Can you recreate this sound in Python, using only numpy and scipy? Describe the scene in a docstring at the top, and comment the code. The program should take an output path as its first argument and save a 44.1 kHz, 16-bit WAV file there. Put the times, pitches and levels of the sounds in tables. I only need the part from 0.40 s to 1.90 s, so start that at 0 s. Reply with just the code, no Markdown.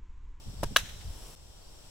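"""A garden, with a woodpile close by and trees behind it. A wooden mallet comes down on a log stump:
a dull, crunching thud, then a sharp knock of wood on wood, each a few quick contacts that ring the wood.
The woodpile and the trees scatter the sound back. Light wind buffets the microphone, soft low bumps
surround the swing, a faint hiss swells and falls back, and a small bird chirps far away."""
import sys
import numpy as np
from scipy import signal
from scipy.fft import rfft, irfft, next_fast_len
from scipy.io import wavfile

SR = 44100
rng = np.random.default_rng(int(sys.argv[2]) if len(sys.argv) > 2 else 0)


def int16_out(signal):
    """Quantize to a 16-bit WAV file."""
    q = np.round(np.clip(np.atleast_2d(signal).T, -1, 1) * 32767)
    wavfile.write(sys.argv[1], SR, q.astype(np.int16))


N = 66150


def amp(db):
    """Decibels to gain."""
    return 10 ** (np.asarray(db) / 20)


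def along(points, hz):
    """Read (Hz, value) points on a log frequency axis."""
    point_hz, values = np.transpose(points)
    return np.interp(np.log(hz + 1), np.log(point_hz + 1), values)


def since(start_s):
    """Seconds elapsed after a moment, zero before it."""
    return np.maximum(np.arange(N) / SR - start_s, 0)


def curve(points):
    """Join (seconds, value) points into one value per sample."""
    return np.interp(since(0), *np.transpose(points))


def burst(start_s, rise_s, t60_s):
    """An envelope that rises at start_s and dies away."""
    t = since(start_s)
    return (1 - np.exp(-t / rise_s)) * amp(-60 * t / t60_s)


def filtered(x, response):
    """Filter x by a complex response of frequency."""
    size = next_fast_len(N + SR // 2)
    return irfft(rfft(x, size) * response(np.fft.rfftfreq(size, 1 / SR)), size)[..., :N]


def noise(spectrum, alike):
    """Stereo noise of rms 1; alike is the left-right likeness, a number or (Hz, likeness) points."""
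    def response(hz):
        likeness = along(alike, hz) if np.ndim(alike) else np.full_like(hz, alike)
        angle = np.arccos(np.clip(likeness, -1, 1)) / 2
        return amp(along(spectrum, hz)) * np.array([np.cos(angle), np.sin(angle)])
    mid, side = filtered(rng.standard_normal((2, N)), response)
    stereo = np.array([mid + side, mid - side])
    return stereo / np.sqrt(np.mean(stereo ** 2) + 1e-20)


def panned(x, left_db):
    """Make the left channel left_db louder than the right."""
    return x * amp(np.array([[left_db], [-left_db]]) / 2)


def hiss():
    """Faint outdoor hiss; a brighter rush grows over it and stops short."""
    # Each row: time in seconds, level of the hiss in dB.
    levels = [(0, -55), (.34, -52), (.55, -54), (.88, -53), (.98, -58), (1.15, -57), (1.5, -55)]
    # Spectra of the hiss and the rush. Each row: frequency in Hz, relative level in dB.
    hiss_spectrum = [(120, 2), (300, 7.5), (600, 7), (950, 3.5), (1300, -1.5), (2200, -5.5), (3100, 1.5),
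                     (4900, 0), (5350, 5.5), (5900, 3), (6500, -8), (7100, -1), (7600, 3.5), (8200, 0),
                     (8700, -5), (9700, -4.5), (11000, -13), (11900, -6.5), (12700, -15), (15500, -12.5)]
    rush_spectrum = [(150, 9.5), (350, 11), (850, 6.5), (1300, 0.5), (2200, -3), (3100, 2), (4700, -1.5),
                     (5600, 7), (6700, -3), (7500, 6.5), (8800, -5.5), (9800, 4.5), (11000, -5.5),
                     (11900, 1.5), (12800, -10), (15500, -4.5)]
    # Each row: frequency in Hz, left-right likeness of the hiss from -1 to 1.
    likeness = [(60, 0.87), (240, -0.31), (950, 0.46), (3770, -0.31), (15000, 0.5)]
    start_s, full_s, end_s, release_s = .44, .89, .954, .002
    swell = np.clip(since(start_s) / (full_s - start_s), 0, 1) * np.exp(-since(end_s) / release_s)
    bed = amp(curve(levels)) * noise(hiss_spectrum, likeness)
    rush = amp(-53) * swell * noise(rush_spectrum, alike=.64)
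    return panned(bed + rush, left_db=2.5)


def bird():
    """A small bird far off: three arched notes a call, the first lower and softer."""
    # Each row: middle of a call's first note in seconds, level in dB.
    calls = [(0.178, -59), (0.612, -60), (1.220, -59.5)]
    spacing_s, width_s, top_hz, arch_hz = .034, .0062, 4780, 89.5
    out = np.zeros(N)
    for call_s, db in calls:
        for note, (lower_hz, softer_db) in enumerate([(110, 1), (0, 0), (0, 0)]):
            offset = (since(0) - call_s - note * spacing_s) / width_s
            hz = top_hz - lower_hz - arch_hz * np.minimum(offset ** 2, 2)
            envelope = amp(db - softer_db) * np.exp(-offset ** 2 / 2)
            out += envelope * np.sin(2 * np.pi * np.cumsum(hz) / SR)
    return out


def wind():
    """Light gusts buffet the microphone with a low rumble."""
    # Each row: time in seconds, level in dB.
    gusts = [(0, -50), (.05, -48.5), (.075, -39.5), (.16, -46), (.19, -34.5), (.26, -35.5), (.32, -38),
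             (.36, -55), (.40, -36.5), (.46, -51), (.56, -41.5), (.62, -45.5), (.68, -35.5), (.74, -46.5),
             (.92, -49), (.98, -50.5), (1.4, -53), (1.5, -50.5)]
    # Each row: frequency in Hz, relative level in dB.
    rumble_spectrum = [(15, -1.5), (38, 1), (60, -4.5), (90, -6.5), (130, -12.5), (200, -21.5), (320, -40),
                       (700, -47), (2000, -78)]
    rumble = noise(rumble_spectrum, alike=[(35, 1.0), (120, .5)])
    return panned(amp(curve(gusts)) * rumble, left_db=-.5)


def bumps():
    """Short, dull puffs of low noise around the swing."""
    # Each row: start in seconds, level in dB, bandwidth in Hz.
    puffs = [(0.063, -36.5, 196), (0.085, -43, 226), (0.135, -43.5, 190), (0.183, -43, 150),
             (0.308, -35.5, 280), (0.431, -40, 235)]
    out = np.zeros((2, N))
    for start_s, db, hz in puffs:
        low_noise = noise([(hz / 2, 0), (hz, -6), (10 * hz, -65)], alike=.54)
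        out += amp(db) * burst(start_s, rise_s=.0019, t60_s=.14) * low_noise
    return out


def scatter(sound, colour, delay_s, rise_s, t60_s):
    """Many rough surfaces spread a sound's energy over time and return it as diffuse noise."""
    low_hz = 1000  # longer waves pass between the logs and trunks
    power = filtered(sound.mean(axis=0), lambda hz: 1 / (1 + (low_hz / (hz + 1)) ** 4)) ** 2
    spread = burst(delay_s, rise_s, t60_s) ** 2
    returned_power = signal.fftconvolve(power, spread / spread.sum())[:N]
    return np.sqrt(np.abs(returned_power)) * noise(colour, alike=.2)


def garden_returns(sound):
    """The near woodpile answers briefly, the trees behind it at length, with distinct far echoes."""
    # Spectra of the three returns. Each row: frequency in Hz, relative level in dB.
    woodpile_colour = [(200, -9), (600, -9), (1300, -3.5), (1680, 1.5), (2150, -3), (2700, -0.5), (3800, 0),
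                       (4800, -8), (5900, -0.5), (6800, -7.5), (10000, -10.5), (15000, -16.5)]
    tree_colour = [(300, -21), (1200, -7), (1750, 0), (2450, -5.5), (3100, 1.5), (3700, -0.5), (4000, 5),
                   (4400, -16), (6000, -0.5), (8000, -11), (15000, -18)]
    echo_colour = [(300, -21), (1200, -7.5), (1750, 5.5), (2450, 1), (3200, 3.5), (4000, 0.5), (4800, -4),
                   (15000, -15)]
    # Each row: delay in seconds, gain in dB.
    far_echoes = [(.090, -31), (0.124, -30), (0.244, -35.5)]
    woodpile = amp(-15) * scatter(sound, woodpile_colour, delay_s=.011, rise_s=.012, t60_s=.099)
    trees = amp(-22) * scatter(sound, tree_colour, delay_s=.037, rise_s=.012, t60_s=1)
    echoes = sum(amp(db) * scatter(sound, echo_colour, delay_s, rise_s=.0022, t60_s=.0714)
                 for delay_s, db in far_echoes)
    return woodpile + trees + echoes


def blow(contacts, modes, grit_spectrum, grit_t60_s, low_hz):
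    """Each contact rings the modes (a softer one only the low ones) and cracks in a burst of noise."""
    out = np.zeros((2, N))
    for start_s, push_db, bandwidth_hz, grit_db in contacts:
        t = since(start_s)
        ring = np.zeros((2, N))
        for hz, db, t60_s in modes:
            # each mode reaches the two microphones a little out of step
            phase = .12 * rng.standard_normal() * np.array([[1], [-1]])
            ring += (t > 0) * amp(db - 60 * t / t60_s) * np.sin(2 * np.pi * hz * t + phase)
        out += amp(push_db) * filtered(ring, lambda hz: 1 / (1 + 1j * hz / bandwidth_hz) ** 2)
        grit_envelope = amp(grit_db) * burst(start_s, rise_s=.000093, t60_s=grit_t60_s)
        out += grit_envelope * noise(grit_spectrum, alike=.27)
    # the wood radiates little below low_hz
    return signal.sosfilt(signal.butter(3, low_hz, "high", fs=SR, output="sos"), out)


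def thud():
    """The mallet sinks into the stump and crushes the bark."""
    # Each row: start in seconds, push in dB, contact bandwidth in Hz, crunch in dB.
    contacts = [(.2292, -40.5, 823, -36), (.2317, -16.5, 914, -46), (.2334, -26.5, 1380, -22),
                (.2387, -31.5, 2200, -23.5), (.2436, -38.5, 700, -30)]
    # Each row: frequency in Hz, relative level in dB, seconds to fall 60 dB.
    stump_modes = [(207, -16.5, 0.036), (339, -11.5, 0.036), (428, -17.5, 0.059), (545, -11.5, .024),
                   (672, -6, .026), (936, -0.5, .048), (1265, -20, 0.027), (1610, -6, 0.039)]
    # Each row: frequency in Hz, relative level in dB.
    crunch_spectrum = [(200, 8), (1000, 7.5), (2000, -4), (4400, -6), (5500, 3), (6700, -11.5),
                       (7800, -4.5), (11800, -10), (15500, -16)]
    return panned(blow(contacts, stump_modes, crunch_spectrum, grit_t60_s=.012, low_hz=142), left_db=2)


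def knock():
    """Wood on wood: a quick chatter of contacts rings the dry wood with a sharp crack."""
    # Each row: start in seconds, push in dB, contact bandwidth in Hz, crack in dB.
    contacts = [(.3613, -19.5, 2000, -21), (.3621, -11.5, 1640, -43), (.3640, -10, 5800, -18),
                (.3660, -26, 9000, -20), (.3687, -38.5, 9000, -17)]
    # Each row: frequency in Hz, relative level in dB, seconds to fall 60 dB.
    wood_modes = [(250.4, 3.5, 0.1), (544, -19, 0.037), (690, -12, 0.021), (1190, -23, .013),
                  (1324, -18, 0.024), (1502, -14, 0.038), (1703, 1.5, 0.014), (1909, -22, 0.07),
                  (2300, -5.5, .01), (2625, -27, 0.13), (2890, -0.5, 0.026), (3060, -16, 0.052),
                  (3300, 0, 0.014), (3790, -10.5, 0.044), (3950, -11, .043), (4440, -23, 0.058),
                  (5995, -39, 0.0508)]
    # Each row: frequency in Hz, relative level in dB.
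    crack_spectrum = [(250, 5), (400, 0), (900, -9), (1500, 7.5), (2400, -2.5), (4000, 3.5), (4900, -5),
                      (6100, 5), (7000, -5), (8900, -11.5), (9700, -0.5), (11200, -9), (13500, -10),
                      (15200, -7.5)]
    return panned(blow(contacts, wood_modes, crack_spectrum, grit_t60_s=.027, low_hz=550), left_db=.9)


def scene():
    """Everything that reaches the microphone; the level dips briefly as the rush stops."""
    dip_s, dip_width_s, dip_db = .956, .0018, -20
    dip = amp(dip_db * np.exp(-((since(0) - dip_s) / dip_width_s) ** 2 / 2))
    mallet = thud() + knock()
    return dip * (mallet + garden_returns(mallet) + wind() + bumps() + hiss() + bird())


def record(dry):
    """The recorder rounds off the loudest peak and keeps nothing above its band limit."""
    ceiling, top_hz, edge_hz = .85, 15850, 300
    rounded = dry / (1 + np.abs(dry / ceiling) ** 6) ** (1 / 6)
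    return filtered(rounded, lambda hz: np.clip((top_hz - hz) / edge_hz + .5, 0, 1))


dry = scene()
out = record(dry)
int16_out(out)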